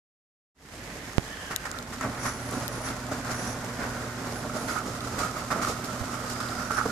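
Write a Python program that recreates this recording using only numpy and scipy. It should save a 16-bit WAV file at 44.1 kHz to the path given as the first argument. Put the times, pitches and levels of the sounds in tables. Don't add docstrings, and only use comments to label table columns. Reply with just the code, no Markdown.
import sys
import numpy as np
from scipy import signal
from scipy.fft import rfft, irfft, next_fast_len
from scipy.io import wavfile
from scipy.ndimage import uniform_filter1d

SR = 44100
rng = np.random.default_rng(int(sys.argv[2]) if len(sys.argv) > 2 else 0)


def waveform_to_disk(signal):
    frames = np.transpose(np.atleast_2d(signal))
    scaled = np.clip(frames, -1, 1) * 32767
    samples = np.round(scaled).astype(np.int16)
    wavfile.write(sys.argv[1], SR, samples)


N = 304731
TIME = np.arange(N) / SR
SIZE = next_fast_len(N, real=True)
HZ = np.fft.rfftfreq(SIZE, 1 / SR)

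# frequency in Hz, likeness from 0 to 1.
MIC_LIKENESS = [(60, .96), (150, .98), (300, .97), (640, .9), (950, .65), (1400, .68), (1900, .2),
                (3200, .1), (7000, .12), (15000, .05)]
# frequency in Hz, width in Hz, lift in dB.
PANEL_RESONANCES = [(263, 22, 4), (373.2, 12.6, 11.5), (446, 18, 5), (615, 81, 5), (730, 43, 4.5),
                    (880, 25, 4), (1054, 19, 7.5), (1143, 23, 8), (1217, 15, 3.5), (1249, 24, 8),
                    (1350, 16, 6), (1453, 12, 3), (1860, 200, 7)]


def gain_of(db):
    return 10 ** (np.asarray(db) / 20)


def unit_rms(x):
    return x / np.sqrt(np.mean(x ** 2) + 1e-20)


def spectrum(points, hz=HZ):
    f, value = np.transpose(points)
    return np.interp(np.log(hz + 1), np.log(f + 1), value)


def curves(rows):
    times, *columns = np.transpose(rows)
    return [np.interp(TIME, times, column) for column in columns]


def lift(resonances):
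    return sum(db / (1 + (2 * (HZ - hz) / width) ** 2) for hz, width, db in resonances)


def colour(x, db):
    return irfft(rfft(x, SIZE) * gain_of(db), SIZE)[..., :N]


def wander(rate_hz):
    white = rfft(rng.standard_normal(SIZE))
    return unit_rms(irfft(white / (1 + (HZ / rate_hz) ** 4), SIZE)[:N])


def pair_noise():
    a, b = rfft(rng.standard_normal((2, SIZE)))
    same = np.clip(spectrum(MIC_LIKENESS), 0, 1)
    mid, side = a * np.sqrt((1 + same) / 2), b * np.sqrt((1 - same) / 2)
    return irfft(np.array([mid + side, mid - side]), SIZE)[:, :N]


def friction(spectrum_db, rough_db, slip_hz):
    slips = pair_noise() * gain_of(rough_db * wander(slip_hz))
    return unit_rms(colour(slips, spectrum_db))


def sing(x, hz, width_hz):
    turn = np.exp(2j * np.pi * np.cumsum(hz) / SR)
    pole = np.exp(-np.pi * width_hz / SR)
    for _ in range(3):
        x = 2 * (turn * signal.lfilter([1 - pole], [1, -pole], x / turn)).real
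    return unit_rms(x)


def strike(modes, t, pitch_hz, spread_octaves, steepness):
    ring = 0
    for hz, db, t60 in modes:
        falloff = (1 + (np.log2(hz / pitch_hz) / spread_octaves) ** 2) ** steepness
        phase = rng.random() + (1 - spectrum(MIC_LIKENESS, hz)) * rng.random((2, 1))
        ring += gain_of(db - 60 * t / t60) / falloff * np.sin(2 * np.pi * (hz * t + phase))
    return ring / abs(ring).max(axis=1, keepdims=True)


def place(mix, start, db, pan_db, sound):
    part = mix[:, round(start * SR):][:, :sound.shape[1]]
    part += gain_of(db + np.array([[pan_db], [-pan_db]]) / 2) * sound[:, :part.shape[1]]


def yard(level_db=-45.5):
    # frequency in Hz, relative level in dB.
    air = [(15, -45), (35, -32), (60, -3), (100, -2.5), (200, -6), (370, -8), (480, -17), (850, -42),
           (1400, -13.5), (1920, -10), (2500, -17), (3400, -18.5), (6200, -25.5), (14000, -33.5)]
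    return gain_of(level_db) * friction(spectrum(air), rough_db=3.0, slip_hz=201)


def engine(crank_hz=16.42, unsteady=0.24):
    # multiple of the crank speed, level in dB.
    orders = [(2, -88), (3, -53), (4, -61), (5, -58), (6, -63), (7, -59.5), (9, -69)]
    turns = crank_hz * np.cumsum(1 + 0.0025 * wander(2.8)) / SR
    idle = np.zeros(N)
    for order, db in orders:
        amplitude = gain_of(db) * np.sqrt(2) * (1 + unsteady * wander(2.8))
        idle += amplitude * np.cos(2 * np.pi * order * turns + rng.normal(0, 1.0))
    return idle


def roller_forces(uneven_db=1.13, uneven_hz=9):
    # time in seconds, rumble, grinding, hiss in dB.
    rolling = [(0.8, -47.5, -57, -52), (0.95, -44, -56, -49), (1.52, -49, -48.5, -50),
               (1.76, -43, -45, -50.5), (1.89, -43, -54, -53), (1.97, -46, -49, -50),
               (2.12, -41, -42.5, -48), (3.48, -39.5, -41, -46), (4.18, -40, -41.5, -47),
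               (4.75, -38, -46, -46), (4.99, -40, -43.5, -46.5), (5.53, -39.5, -45, -46),
               (5.92, -40, -42.5, -46), (6.66, -38.5, -37, -44)]
    # start in seconds, rumble, grinding, hiss in dB, rise and fade in seconds.
    scrapes = [(1.498, -39, -34, -42.5, 0.015, 0.036), (1.649, -42, -32.5, -43, 0.0052, 0.023),
               (1.921, -57, -40, -45, 0.005, 0.041), (2.006, -44, -32, -44.5, 0.005, 0.062),
               (2.034, -32, -41, -56, 0.0053, 0.076), (2.139, -48, -41, -61, 0.038, 0.11),
               (2.232, -38.5, -30.5, -39.5, 0.024, 0.051), (2.514, -35.5, -40, -44.5, 0.013, 0.062),
               (2.81, -39.5, -35.5, -45, 0.063, 0.059), (3.113, -33, -35, -41.5, 0.0036, 0.032),
               (3.22, -43, -38, -49, 0.049, 0.097), (3.298, -50, -36, -39.5, 0.018, 0.022),
               (3.772, -35, -34, -46, 0.046, 0.079), (4.264, -37, -43, -60, 0.0035, 0.043),
               (4.436, -39, -55, -52, 0.012, 0.03), (4.52, -37.5, -38, -44, 0.039, 0.05),
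               (4.675, -38, -33, -39, 0.008, 0.074), (4.753, -51, -31.5, -43, 0.0055, 0.053),
               (4.858, -39.5, -66, -49, 0.0025, 0.037), (5.15, -38, -36, -46, 0.028, 0.057),
               (5.183, -37, -33.5, -37.5, 0.0083, 0.075), (5.228, -44, -34, -47, 0.0046, 0.077),
               (5.35, -38, -36, -47, 0.023, 0.06), (5.501, -32.5, -27, -39, 0.0087, 0.038),
               (5.547, -33.5, -34, -48, 0.0072, 0.11), (5.612, -47, -31, -37, 0.012, 0.059),
               (5.665, -35, -38, -37.5, 0.016, 0.063), (5.837, -42, -48, -40, 0.0041, 0.042),
               (6.125, -50, -35, -50, 0.016, 0.019), (6.293, -55, -48, -39, 0.0073, 0.04),
               (6.401, -52, -45, -39.5, 0.0031, 0.015), (6.575, -39, -36, -48, 0.02, 0.03),
               (6.698, -39, -31, -40.5, 0.013, 0.046), (6.758, -49, -26, -45, 0.015, 0.046),
               (6.852, -29.5, -41, -43.5, 0.0041, 0.034)]
    power = gain_of(np.array(curves(rolling)) + uneven_db * wander(uneven_hz)) ** 2
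    for start, rumble_db, grind_db, hiss_db, rise, fade in scrapes:
        age = TIME - start
        surge = np.clip(age / rise, 0, 1) * np.exp(-(np.maximum(age - rise, 0) / fade) ** 2)
        power += (gain_of([[rumble_db], [grind_db], [hiss_db]]) * surge) ** 2
    return np.sqrt(power)


def rumble(force):
    # frequency in Hz, relative level in dB.
    tone = [(30, -19), (70, -1), (130, 0), (190, 2), (290, 0.5), (380, -7), (480, -2), (700, -4.5),
            (1000, -7), (1600, -23), (3000, -42), (16000, -66)]
    return force * friction(spectrum(tone) + lift(PANEL_RESONANCES), rough_db=1.5, slip_hz=49.7)


def grinding(force, ring_width_hz=400, ring_lift_db=3.0):
    # frequency in Hz, relative level in dB.
    tone = [(200, -19), (600, -8), (950, 0), (1400, 0.5), (1800, -5), (2200, -3), (2900, -15), (4500, -44),
            (16000, -81)]
    # time in seconds, resonance in Hz, ringing in dB, left over right in dB.
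    contact = [(1.6, 1780, -10, -1), (2.0, 1396, -6.5, -1.5), (3.85, 1470, -3.5, -1.5), (4.4, 1420, -1, -4),
               (4.78, 1338, 4.5, -9.5), (5.65, 1299, 1, -6.5), (6.3, 1337, 3, -9), (6.8, 1390, 7.5, -7.5)]
    hz, ring_db, pan_db = curves(contact)
    panel_db = lift(PANEL_RESONANCES)
    slips = friction(spectrum(tone) + panel_db, rough_db=1.0, slip_hz=120)
    ring = sing(friction(panel_db, rough_db=2.0, slip_hz=108), hz, ring_width_hz)
    share = gain_of(ring_db + ring_lift_db)
    blend = (slips + share * ring) / np.hypot(1, share)
    return force * blend * gain_of([pan_db / 2, -pan_db / 2])


def rubbing(force, hiss_db=3, grit_per_s=90, grit_db=-6, size_spread_db=2.0, grit_decay_s=0.00091):
    # frequency in Hz, relative level in dB.
    tone = [(1000, 3), (2500, -1), (3500, -1.5), (4700, 1), (6800, 1.5), (8400, -2.5), (10500, -7),
            (12000, -8), (14500, -16.5)]
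    # frequency in Hz, width in Hz, lift in dB.
    track = [(4800, 39, 3), (5120, 50, 5.5), (5580, 38, 2), (6232, 30, 1.5), (6993, 45, 5.5),
             (11550, 260, 1), (9900, 120, 1.5), (10300, 50, 2), (10500, 50, 4)]
    hiss = friction(spectrum(tone) + lift(track), rough_db=0.5, slip_hz=400)
    hiss *= gain_of(hiss_db + 0.77 * wander(36))
    cracks = rng.random(N) < grit_per_s / SR
    sizes = gain_of(size_spread_db * np.minimum(rng.exponential(1, N), 4))
    bursts = signal.lfilter([1], [1, -np.exp(-1 / (grit_decay_s * SR))], cracks * sizes)
    grit = unit_rms(colour(pair_noise() * bursts, spectrum(tone)))
    return force * (hiss + gain_of(grit_db) * grit)


def whirr(upper_ratio=1.77, upper_width_hz=800, jitter=.018, jitter_hz=40):
    # time in seconds, pitch in Hz.
    sag = [(0.85, 2020), (1.27, 1760), (1.45, 1678), (1.62, 1520), (1.79, 1360)]
    # peak time in seconds, level in dB, upper resonance over lower in dB,
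    # width of the lower in Hz, half length in seconds.
    swells = [(0.96, -48.5, -16, 1500, 0.21), (1.426, -45.5, -4, 360, 0.19), (1.723, -45.5, -17, 380, 0.13)]
    out = np.zeros((2, N))
    pitch = curves(sag)[0] * (1 + jitter * wander(jitter_hz))
    for peak_s, db, upper_db, width_hz, half_length in swells:
        span = abs(TIME - peak_s) < .5
        age, hz = TIME[span] - peak_s, pitch[span]
        drive = rng.standard_normal((2, N))[:, span]
        lower = sing(drive, hz, width_hz)
        upper = gain_of(upper_db) * sing(drive, hz * upper_ratio, upper_width_hz)
        out[:, span] += gain_of(db) * np.exp(-(age / half_length) ** 4) * (lower + upper)
    return out


def microphone_pop(level_db=-.3, corner_hz=98, damping=.63):
    # start in seconds, relative size in dB.
    jumps = [(1.1823, 0), (1.1964, -20)]
    step = sum((-1) ** k * gain_of(db) * (TIME >= start) for k, (start, db) in enumerate(jumps))
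    omega = 2 * np.pi * corner_hz
    bass_cut = signal.bilinear([1, 0, 0], [1, 2 * damping * omega, omega ** 2], SR)
    spike = uniform_filter1d(signal.lfilter(*bass_cut, step), size=3)
    return np.array([np.zeros(N), gain_of(level_db) * spike])


def ticks(crack_db=-16, wall_db=-29, lowest_hz=3000):
    # start in seconds, level in dB, pitch in Hz, spread in octaves,
    # left over right in dB.
    hits = [(1.280, -28, 8300, .25, -2), (1.562, -10, 7500, 2.2, 7), (1.715, -19, 6700, 0.7, 0),
            (1.788, -22, 3930, 0.5, 12), (1.8274, -26, 6500, 0.32, -1), (2.012, -25, 7400, .2, 0),
            (2.511, -24, 8700, .4, 0), (2.680, -12.5, 8800, 2.4, 9), (2.8884, -24, 3900, .4, 7),
            (3.315, -22, 5600, .3, 3), (3.6473, -25, 7300, 0.67, -4), (5.007, -23.5, 3800, .2, -2),
            (5.3853, -32, 13500, .5, -3), (5.846, -20.5, 5600, 1.6, -1), (5.857, -27, 14000, .2, -2),
            (6.488, -23.5, 3700, 0.43, -4)]
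    # frequency in Hz, relative level in dB, seconds to fall 60 dB.
    modes = [(3860, 5, 0.0031), (5370, -4, 0.0045), (7000, -2, 0.0045), (8700, -5, 0.0025),
             (12100, 5, 0.0029), (13700, 2, 0.0026)]
    out, t = np.zeros((2, N)), np.arange(1024) / SR
    scatter = gain_of(crack_db - 60 * t / 0.0013) + gain_of(wall_db - 60 * t / 0.053)
    for start, db, pitch_hz, spread_octaves, pan_db in hits:
        ring = strike(modes, t, pitch_hz, spread_octaves, steepness=2)
        place(out, start, db, pan_db, ring + scatter * rng.standard_normal((2, len(t))))
    return signal.sosfilt(signal.butter(4, lowest_hz, "highpass", fs=SR, output="sos"), out)


def motor(level_db=-42, peak_s=3.3, build_db_per_s=2, ease_db_per_s=1.0, rise_s=0.072, drift_rad=.2):
    # frequency in Hz, relative level in dB,
    # depth of wavering, start in seconds.
    tones = [(119.9, 0, .12, 1.97), (267.5, -7, .35, 1.8), (263, -15, .6, 1.8), (599.7, -14.5, .5, 1.97)]
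    # time in seconds, level in dB.
    octave_levels = [(1.72, -48), (2.7, -51), (3.25, -44.5), (4.9, -44.5), (5.35, -48.5), (6.0, -46.5),
                     (6.5, -42), (6.9, -46)]
    hum = np.zeros(N)
    for hz, db, unsteady, start in tones:
        waver = (1 + unsteady * (wander(5.4) + 1j * wander(1.0))) / np.sqrt(1 + 2 * unsteady ** 2)
        running = np.clip((TIME - start) / rise_s, 0, 1)
        hum += running * gain_of(db) * np.sqrt(2) * (waver * np.exp(2j * np.pi * hz * TIME)).real
    past_peak = TIME - peak_s
    hum *= gain_of(level_db + np.minimum(build_db_per_s * past_peak, -ease_db_per_s * past_peak))
    octave_hz, octave_start = 2 * tones[0][0], octave_levels[0][0]
    swell = gain_of(curves(octave_levels)[0]) * np.clip((TIME - octave_start) / rise_s, 0, 1)
    return hum + swell * np.sqrt(2) * np.cos(2 * np.pi * octave_hz * TIME + drift_rad * wander(2))


def knocks(spread_octaves=0.47, contact_s=0.0019):
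    # start in seconds, level in dB, pitch in Hz, left over right in dB.
    blows = [(2.037, -22, 664, -2), (2.046, -27, 151, 0), (2.048, -25, 1150, -2), (2.063, -29.5, 290, -2),
             (2.537, -29, 330, -3), (2.564, -26.5, 287, -4), (3.116, -24, 610, -3), (3.122, -30, 1100, -3),
             (4.448, -27.5, 523, -3), (4.496, -24.5, 1410, -4), (4.563, -22.5, 610, -4),
             (4.758, -24, 1400, -3), (4.861, -25, 290, -3), (5.518, -23, 1200, -5), (5.524, -19, 835, -5),
             (5.625, -23, 1320, -3), (5.672, -16, 1220, -6), (5.696, -26, 500, -3), (6.403, -25, 1350, -6),
             (6.705, -16.5, 1350, -6), (6.738, -23, 1400, -8), (6.776, -17, 1430, -8),
             (6.797, -16, 1300, -5), (6.809, -20, 1250, -7), (6.855, -20.5, 463, -2.5),
             (6.860, -24, 1090, -4)]
    # frequency in Hz, relative level in dB, seconds to fall 60 dB.
    modes = [(133, -3, 0.087), (243.6, 6, 0.099), (290, 2, .09), (451, -1.5, 0.1), (607, 1, 0.085),
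             (849, 0, 0.06), (1171, 2.5, 0.032), (1307, -6, 0.074), (1370, -2, 0.039), (1500, -1.5, 0.035)]
    out, t = np.zeros((2, N)), np.arange(8192) / SR
    attack = np.minimum(t / contact_s, 1)
    for start, db, pitch_hz, pan_db in blows:
        ring = strike(modes, t, pitch_hz, spread_octaves, steepness=1.19)
        place(out, start, db, pan_db, attack * ring)
    return out


def squeals(lower_ratio=0.591, rough_db=2.5, drift=.008, drift_hz=14, rise_s=.03, release_s=.03):
    # start and hold in seconds, upper and lower mode levels in dB,
    # upper mode in Hz, width in Hz.
    rubs = [(2.047, 0.78, -56.5, -60, 9800, 2193), (2.194, 0.1, -45.5, -41, 10140, 1500),
            (2.26, 0.57, -56.5, -61, 9960, 900), (2.827, 0.042, -41, -43, 10040, 1400),
            (3.278, 0.25, -48, -45.5, 10080, 1410), (4.32, 0.056, -47, -51, 10400, 2000),
            (4.516, 0.24, -50.5, -55.5, 10300, 2600), (6.238, 0.39, -59, -49, 8400, 700),
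            (6.56, 0.1, -62, -46, 9750, 1000), (6.706, 0.077, -44.5, -42, 9500, 1600)]
    out, drive = np.zeros((2, N)), pair_noise()
    for start, hold, upper_db, lower_db, upper_hz, width_hz in rubs:
        span = (TIME >= start) & (TIME < start + hold + .5)
        age = TIME[span] - start
        swell = (1 - np.exp(-age / rise_s)) * np.exp(-np.maximum(age - hold, 0) / release_s)
        hz = upper_hz * (1 + drift * wander(drift_hz)[span])
        upper = gain_of(upper_db) * sing(drive[:, span], hz, width_hz)
        lower = gain_of(lower_db) * sing(drive[:, span], hz * lower_ratio, width_hz)
        out[:, span] += swell * (upper + lower)
    return out * gain_of(rough_db * wander(67))


def camera_bump(decay_s=0.012, left_db=-12):
    # start in seconds, level in dB, pitch in Hz.
    knock = (6.012, -22, 103)
    start, db, hz = knock
    age = np.maximum(TIME - start, 0)
    thud = np.sin(2 * np.pi * hz * age) * np.exp(-(age / decay_s) ** 2 / 2)
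    return gain_of([[db + left_db], [db]]) * thud


def scene():
    # frequency in Hz, left over right in dB.
    balance = [(60, -2), (200, -2.5), (700, -3), (1300, -9), (2200, -4.5), (3100, 2), (4300, -2),
               (5500, -3), (7200, -1), (9500, -2), (12000, 1), (13700, 5.5)]
    rumble_force, grind_force, rub_force = roller_forces()
    outdoors = (rumble(rumble_force) + rubbing(rub_force) + squeals() + whirr() + motor()
                + engine() + yard())
    tilt_db = spectrum(balance) / 2
    outdoors = colour(outdoors, np.array([tilt_db, -tilt_db]))
    return outdoors + grinding(grind_force) + knocks() + ticks() + microphone_pop() + camera_bump()


def record(dry):
    # time in seconds, gain.
    fade_in = [(.545, 0), (.58, .1), (.65, 0.35), (.72, 0.7), (.82, 0.99)]
    low_pass = signal.firwin(401, cutoff=14650, window=("kaiser", 8), fs=SR)
    return signal.oaconvolve(dry * curves(fade_in)[0], low_pass[None], "same")


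dry = scene()
out = record(dry)
waveform_to_disk(out)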